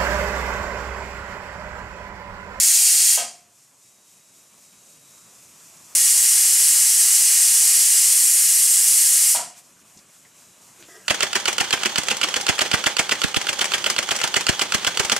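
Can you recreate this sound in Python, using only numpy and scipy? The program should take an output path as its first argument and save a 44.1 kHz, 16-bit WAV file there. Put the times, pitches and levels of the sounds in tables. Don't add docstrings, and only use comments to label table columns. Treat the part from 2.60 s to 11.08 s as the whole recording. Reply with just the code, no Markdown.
import sys
import numpy as np
from scipy import signal
from scipy.fft import rfft, irfft, next_fast_len
from scipy.io import wavfile
from scipy.ndimage import uniform_filter1d

SR = 44100
rng = np.random.default_rng(int(sys.argv[2]) if len(sys.argv) > 2 else 0)


def volts(x):
    e = np.asarray(x, float) / 20
    return 10 ** e


def to_wav(sig):
    pcm = np.clip(np.atleast_2d(sig), -1, 1) * 32767
    pcm = np.round(pcm).astype(np.int16)
    wavfile.write(sys.argv[1], SR, pcm.T)


N = 373968
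TIME = np.arange(N) / SR
NEAR, FAR = 0, 1

# start_s, peak_db
DROPS = [
    (0.5762, -21.5),
    (6.7489, -21),
]
# start_s, end_s, leak_db, burner_db, gain_creep_db_per_s
PAUSES = [
    (.8, 3.351, -57.5, -71.5, 3.5),
    (6.9, 8.48, -56.5, -67.5, 3.5),
]
# frequency_hz, side_minus_mid_db
QUIET_SIDE = [(60, -18), (130, -28.5), (290, -10.5), (640, -6), (1410, -6.5), (3100, -12), (6820, -14),
              (15000, -28)]


def evened(x):
    return x / np.sqrt(np.mean(x ** 2) + 1e-20)


def read(points, hz):
    f, value = np.transpose(points)
    return np.interp(np.log(hz + 1), np.log(f + 1), value)


def level(rows):
    s, db = np.transpose(rows)
    inside = (TIME >= s[0]) & (TIME <= s[-1])
    return inside * volts(np.interp(TIME, s, db))


def resonate(x, hz, width):
    turn = np.exp(2j * np.pi * np.cumsum(hz * np.ones(len(x))) / SR)
    r = np.exp(-np.pi * width / SR)
    return 2 * (turn * signal.lfilter([1 - r], [1, -r], x / turn)).real


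def placed(s, sound):
    out = np.zeros(N + len(sound))
    out[round(s * SR):][:len(sound)] = sound
    return out[:N]


def turbulence(spectrum, side, cavities=(), patchy_db=1.0, flicker_db=.5, ripple_db=1.0):
    frames, hz = N // 512 + 5, np.fft.rfftfreq(2048, 1 / SR)
    a, b, c, d, patches = rng.standard_normal((frames, 1025, 5)).T
    patches = evened(uniform_filter1d(uniform_filter1d(patches, size=24, axis=0), size=6, axis=1))
    ripple = evened(uniform_filter1d(rng.standard_normal(len(hz)), size=2))
    ripple = ripple * (1 + hz / 3000) ** -.3
    cavity_db = sum(db / (1 + (2 * (hz - f) / width) ** 2) for f, width, db in cavities)
    steady_db = read(spectrum, hz) + cavity_db + ripple_db * ripple
    flicker = flicker_db * rng.standard_normal(frames)
    field = volts(steady_db[:, None] + patchy_db * patches + flicker)
    mid = field * (a + 1j * b)
    across = field * (c + 1j * d) * volts(read(side, hz))[:, None]
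    stereo = np.array([mid + across, mid - across])
    return evened(signal.istft(stereo, nperseg=2048, noverlap=1536)[1][:, :N])


def jet(place, roar_db, fizz_db):
    # start_s, shutting_s, strength_db
    jets = [
        (0.0, .548, -14.5),
        (3.34, 6.735, -15.5),
    ]
    # frequency_hz, density_db_per_hz
    near_colour = [(60, -60), (400, -45), (717, -23.5), (1100, -28), (1860, -17), (2700, -11),
                   (3600, -15.5), (4300, -9), (8000, 1), (9900, -3.5), (10700, -10), (12300, -11),
                   (13500, -17), (15700, -23)]
    far_colour = [(60, -52.5), (450, -41.5), (750, -25.5), (1520, -23), (1900, -17.5), (2950, -12),
                  (3750, -17), (4100, -10.5), (5550, -4.5), (8500, 1), (11500, -7), (13300, -17),
                  (14500, -21), (15700, -20.5)]
    # frequency_hz, width_hz, level_db
    near_cavities = [(720, 60, -3), (1870, 80, 3), (2500, 80, -1.5), (3200, 120, 3.5), (7900, 370, -5),
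                     (9700, 160, 1)]
    far_cavities = [(708, 43, 2.5), (990, 10, -7), (1649, 43, 7.5), (1868, 80, 7), (2120, 95, 4.5),
                    (2430, 17, -5), (2834, 45, 5.5), (4070, 150, 0.5), (4380, 39, -2), (6560, 20, -1),
                    (6550, 18, 0.5), (7218, 48, 4.5), (8060, 70, 2), (7700, 120, 2.5), (9000, 60, 1)]
    # frequency_hz, side_minus_mid_db
    jet_side = [(60, -14), (240, -26), (480, -26), (950, -20), (1900, -18.5), (3400, -15), (6000, -13.5),
                (8000, -15.5), (11000, -23.5), (12500, -20), (15000, -23)]
    # time_s, pinch_db
    pinches = [
        [(0.0, 1.1), (.5, 1.3), (.57, 0.5)],
        [(3.36, 0), (3.5, 0.1), (4.3, 0.4), (4.7, -.4), (5.46, -0.6), (5.6, 2.3), (6.15, 2), (6.6, 1.5),
         (6.74, 2)],
    ]
    layer_edges_hz = [3700, 7000, 10500, 13200]
    layers = [
        (-.5, 8, 13),
        (-0.64, 1.5, -7),
        (-0.35, 1.1, 17),
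        (0.8, -5, 91),
        (-0.1, 0, 115),
    ]
    shut_s, fall_db_per_s = 0.013, 162

    colour, cavities = [(near_colour, near_cavities), (far_colour, far_cavities)][place]
    steam = turbulence(colour, jet_side, cavities, patchy_db=0.59, flicker_db=0.5, ripple_db=2.5)
    size = next_fast_len(N, True)
    hz = np.fft.rfftfreq(size, 1 / SR)
    below = [0] + [1 / (1 + (hz / edge) ** 8) for edge in layer_edges_hz] + [1]
    start, shut, db = jets[place]
    dying = shut_s * np.logaddexp(0, (TIME - shut) / shut_s)
    landed = np.clip(TIME - DROPS[place][0], 0, 1)
    pinch_db = np.interp(TIME, *np.transpose(pinches[place]))
    trims_db = [roar_db, 0, 0, fizz_db, fizz_db]
    spectra, out = rfft(steam, size), 0
    for low, high, trim_db, (follow, jump_db, fall_db) in zip(below, below[1:], trims_db, layers):
        landing_db = jump_db * np.minimum(landed / shut_s, 1) - fall_db * landed
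        share = volts(trim_db + follow * pinch_db + landing_db)
        out = out + share * irfft(spectra * (high - low), size)[:, :N]
    return (TIME >= start) * volts(db - fall_db_per_s * dying) * out


def burner_gain(place, ducked_db, rumble_db):
    start, _, _, db, creep = PAUSES[place]
    since = np.maximum(TIME - DROPS[place][0], 0)
    rest = volts(db + creep * np.clip(TIME - start, 0, 3))
    rumble = volts(rumble_db - 60 * since / 1.1)
    return np.where(since > 0, np.hypot(rest, rumble), volts(ducked_db))


def burner(far):
    # frequency_hz, density_db_per_hz
    flame_colour = [(15, -50), (25, -12), (48, -22.5), (108, -4), (169, -2), (275, -4), (521, -9),
                    (567, -6.5), (644, -4.5), (763, -10), (1010, -6.5), (1670, -11), (2510, -11.5),
                    (3670, -15), (4000, -14), (5200, -27), (8800, -120)]
    ducked_db = [-69.5, -71]
    near_gain = burner_gain(NEAR, ducked_db[NEAR], rumble_db=-57.5)
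    far_gain = burner_gain(FAR, ducked_db[FAR], rumble_db=-55.5)
    flame = turbulence(flame_colour, QUIET_SIDE, patchy_db=1.5, flicker_db=-1.2, ripple_db=1.0)
    return volts(6.5) * np.where(far, far_gain, near_gain) * flame


def decaying_modes(modes, t):
    return sum(volts(db - 60 * t / t60) * np.sin(2 * np.pi * hz * t) for hz, db, t60 in modes)


def clunk(place, walls_db, across_db):
    # frequency_hz, level_db, t60_s
    lids = [
        [(756, 9.5, 0.015), (1460, -14, .008), (630, -35, .05), (700, -18, 0.099), (970, -5, 0.025),
         (1250, -12, .15), (1560, -13, 0.12), (2120, -26, 0.049)],
        [(790, 8.5, 0.013), (1480, -19, .01), (650, -25, .06), (678, -16, .12), (790, -20, .1), (955, 1, 0.043),
         (1345, -7, 0.062), (2100, -23, 0.052)],
    ]
    # frequency_hz, level_db, t60_s
    rings = [
        [(701, -15, .55), (724, -19, .55), (684, -18, .4), (660, -15, .3), (3232, -12, .36), (3260, -15, .32)],
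        [(712, -14, .46), (688, -15, .42), (735, -17, .45), (760, -15, .4), (1240, -17, .3), (3250, -25, .25)],
    ]
    # delay_s, level_db
    bounces = [
        (.034, -11),
        (.046, -3.5),
    ]
    s, db = DROPS[place]
    hop_s, hop_db = bounces[place]
    t = np.arange(SR // 2) / SR
    no_bass = signal.butter(4, 520, "high", fs=SR, output="sos")
    ring = signal.sosfilt(no_bass, decaying_modes(lids[place], t))
    ring = ring / abs(ring).max()
    ring = ring + volts(hop_db) * placed(hop_s, ring)[:len(t)]
    boom = decaying_modes([(237.6, -27, 0.28)], t) * np.clip(t / 0.046, 0, 1)
    lasting = decaying_modes(rings[place], t) * np.clip(t / 0.0048, 0, 1)
    walls = rng.standard_normal((2, len(t))) * volts(-60 * t / 0.33) * np.clip(t / 0.0019, 0, 1)
    echo = [signal.fftconvolve(ring + boom, wall / np.linalg.norm(wall))[:len(t)] for wall in walls]
    mid = placed(s, ring + boom + lasting + volts(walls_db) * echo[0])
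    across = placed(s, volts(across_db) * echo[1])
    return volts(db) * np.array([mid + across, mid - across])


def leak_gain(pause, rocking):
    start, end, db, _, creep = pause
    crest, rate_hz, depth_db, loss, lean = rocking
    turn = 2 * np.pi * rate_hz * (TIME - crest)
    since = np.clip(TIME - start, 0, end - start)
    swell = np.cos(turn) - lean * np.sin(2 * turn)
    inside = (TIME >= start - .15) & (TIME <= end + .01)
    return inside * volts(db + creep * since + depth_db * np.exp(-loss * since) * swell)


def leak():
    # frequency_hz, density_db_per_hz
    leak_colour = [(1180, -41), (2000, -21), (2480, -9.5), (2890, -15.5), (3670, -12), (3820, -22),
                   (4140, -10.5), (5260, -6.5), (7120, 0), (9810, -6), (13500, -12.5)]
    # first_crest_s, rate_hz, depth_db, depth_loss_per_s, lean of the swell
    rockings = [
        (1.005, 3.88, 2.5, 0.7, .05),
        (7.07, 3.98, 2.2, .05, 0.31),
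    ]
    # centre_s, level_db
    spurts = [(6.985, -46.5), (7.208, -56), (7.69, -59), (7.965, -61), (8.212, -51), (8.478, -49),
              (1.79, -63), (2.3, -56)]
    puffs = sum(volts(db) * np.exp(-((TIME - s) / 0.024) ** 2) for s, db in spurts)
    seep = np.hypot(sum(map(leak_gain, PAUSES, rockings)), puffs)
    edge_hz = 14330
    colour = leak_colour + [(edge_hz, -14.5), (edge_hz + 700, -17), (edge_hz + 2500, -25)]
    return seep * turbulence(colour, QUIET_SIDE, patchy_db=-0.5, flicker_db=-0.5, ripple_db=3.0)


def lens_motor():
    # start_s, end_s, multiple of the step rate, level_db
    whines = [(1.2, 1.89, 64, -72), (2.0, 2.74, 64, -70), (1.36, 1.72, 65, -81), (1.82, 2.3, 65, -75),
              (2.38, 2.77, 65, -70.5), (1.86, 2.04, 66, -76), (2.4, 2.72, 63, -78), (7.67, 8.07, 65, -72),
              (7.68, 8.04, 66, -74)]
    step_hz, fade_s = 59.94, .04
    out = 0
    for start, end, multiple, db in whines:
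        fade = np.clip(np.minimum(TIME - start, end - TIME) / fade_s, 0, 1)
        tone = np.sin(2 * np.pi * (multiple * step_hz * TIME + rng.random()))
        out = out + np.sqrt(2) * fade * volts(db) * tone
    return out


def knocks():
    # start_s, peak_db, centre_hz, width_hz, t60_s
    events = [(6.936, -55, 2800, 2800, 0.21), (6.965, -52.5, 2200, 3000, 0.21),
              (7.165, -62, 1500, 300, .15), (7.19, -59, 1350, 300, .1), (7.25, -57, 1200, 400, .08),
              (7.373, -45.5, 6400, 3700, .08), (7.389, -48, 4500, 4300, 0.058),
              (7.65, -55, 1850, 500, 0.12), (7.82, -54, 1100, 800, 0.064), (8.192, -56, 1500, 4000, 0.27),
              (8.191, -55, 310, 200, .4), (7.359, -51, 180, 190, .2), (7.221, -58, 210, 150, .3),
              (8.2255, -37.5, 2800, 4500, .015), (8.231, -49, 2900, 3800, 0.22),
              (8.283, -43, 480, 390, .04), (8.287, -46, 600, 550, 0.032), (8.435, -55, 1600, 200, .2),
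              (8.456, -50, 1420, 100, .4), (8.45, -56, 2700, 500, .3)]
    t = np.arange(SR // 4) / SR
    dull = signal.butter(8, 12000, fs=SR, output="sos")
    out = 0
    for s, db, hz, width, t60 in events:
        burst = resonate(resonate(rng.standard_normal(len(t)), hz, width), hz, width)
        out = out + placed(s, signal.sosfilt(dull, volts(db - 60 * t / t60) * evened(burst)))
    return out


def drag():
    # time_s, level_db
    pull = [
        (8.276, -70),
        (8.286, -47),
        (8.364, -47.5),
        (8.43, -58),
    ]
    # frequency_hz, width_hz, level_db
    utensil = [(437, 28, -1), (370, 42, -1.5), (680, 110, -3.5), (1260, 78, -6), (1600, 56, -2),
               (1690, 40, -5), (1900, 57, 0), (2000, 40, -2), (3300, 1000, -6), (5360, 1200, -3)]
    under = slice(round(pull[0][0] * SR), round(pull[-1][0] * SR))
    wander = evened(uniform_filter1d(rng.standard_normal(N), size=150))
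    turns = 212 * TIME + .08 * wander
    slips = np.diff(np.floor(turns), prepend=0) > 0
    force = (25 * slips + rng.standard_normal(N))[under]
    body = 0
    for hz, width, db in utensil:
        body = body + volts(db) * evened(resonate(resonate(force, hz, width), hz, width))
    return volts(-1.5) * level(pull) * placed(pull[0][0], evened(body))


def scene():
    far = TIME >= 3.351
    near_jet = jet(NEAR, roar_db=-2.0, fizz_db=2.5)
    far_jet = jet(FAR, roar_db=0.25, fizz_db=4.5)
    clunks = clunk(NEAR, walls_db=4.5, across_db=-7) + clunk(FAR, walls_db=2.5, across_db=-9)
    small = lens_motor() + knocks() + drag()
    return ~far * near_jet + far * far_jet + burner(far) + clunks + leak() + small


def mute_faint_top(x):
    # from_hz, to_hz, threshold_db
    gates = [(13660, 14350, -90.9), (14350, 15040, -86), (15040, 16500, -76.5)]
    hz, _, z = signal.stft(x, SR, nperseg=2048)
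    keep = np.ones(z.shape[1:])
    for low, high, db in gates:
        band = (hz >= low) & (hz < high)
        keep[band] = np.mean(abs(z[:, band].mean(0)) ** 2, 0) > volts(db) ** 2
    return signal.istft(z * keep, SR, nperseg=2048)[1][:, :N]


def roll_off(x):
    return signal.sosfilt(signal.butter(12, 16370, fs=SR, output="sos"), x)


def record(dry):
    balanced = dry * volts([[.1], [-.1]])
    rounded = 1.3 * np.tanh(balanced / 1.3)
    band_limit = signal.firwin(1501, 15740, window=("kaiser", 9), fs=SR)
    limited = signal.oaconvolve(rounded, band_limit[None], "same")
    return roll_off(mute_faint_top(limited))


dry = scene()
out = record(dry)
to_wav(out)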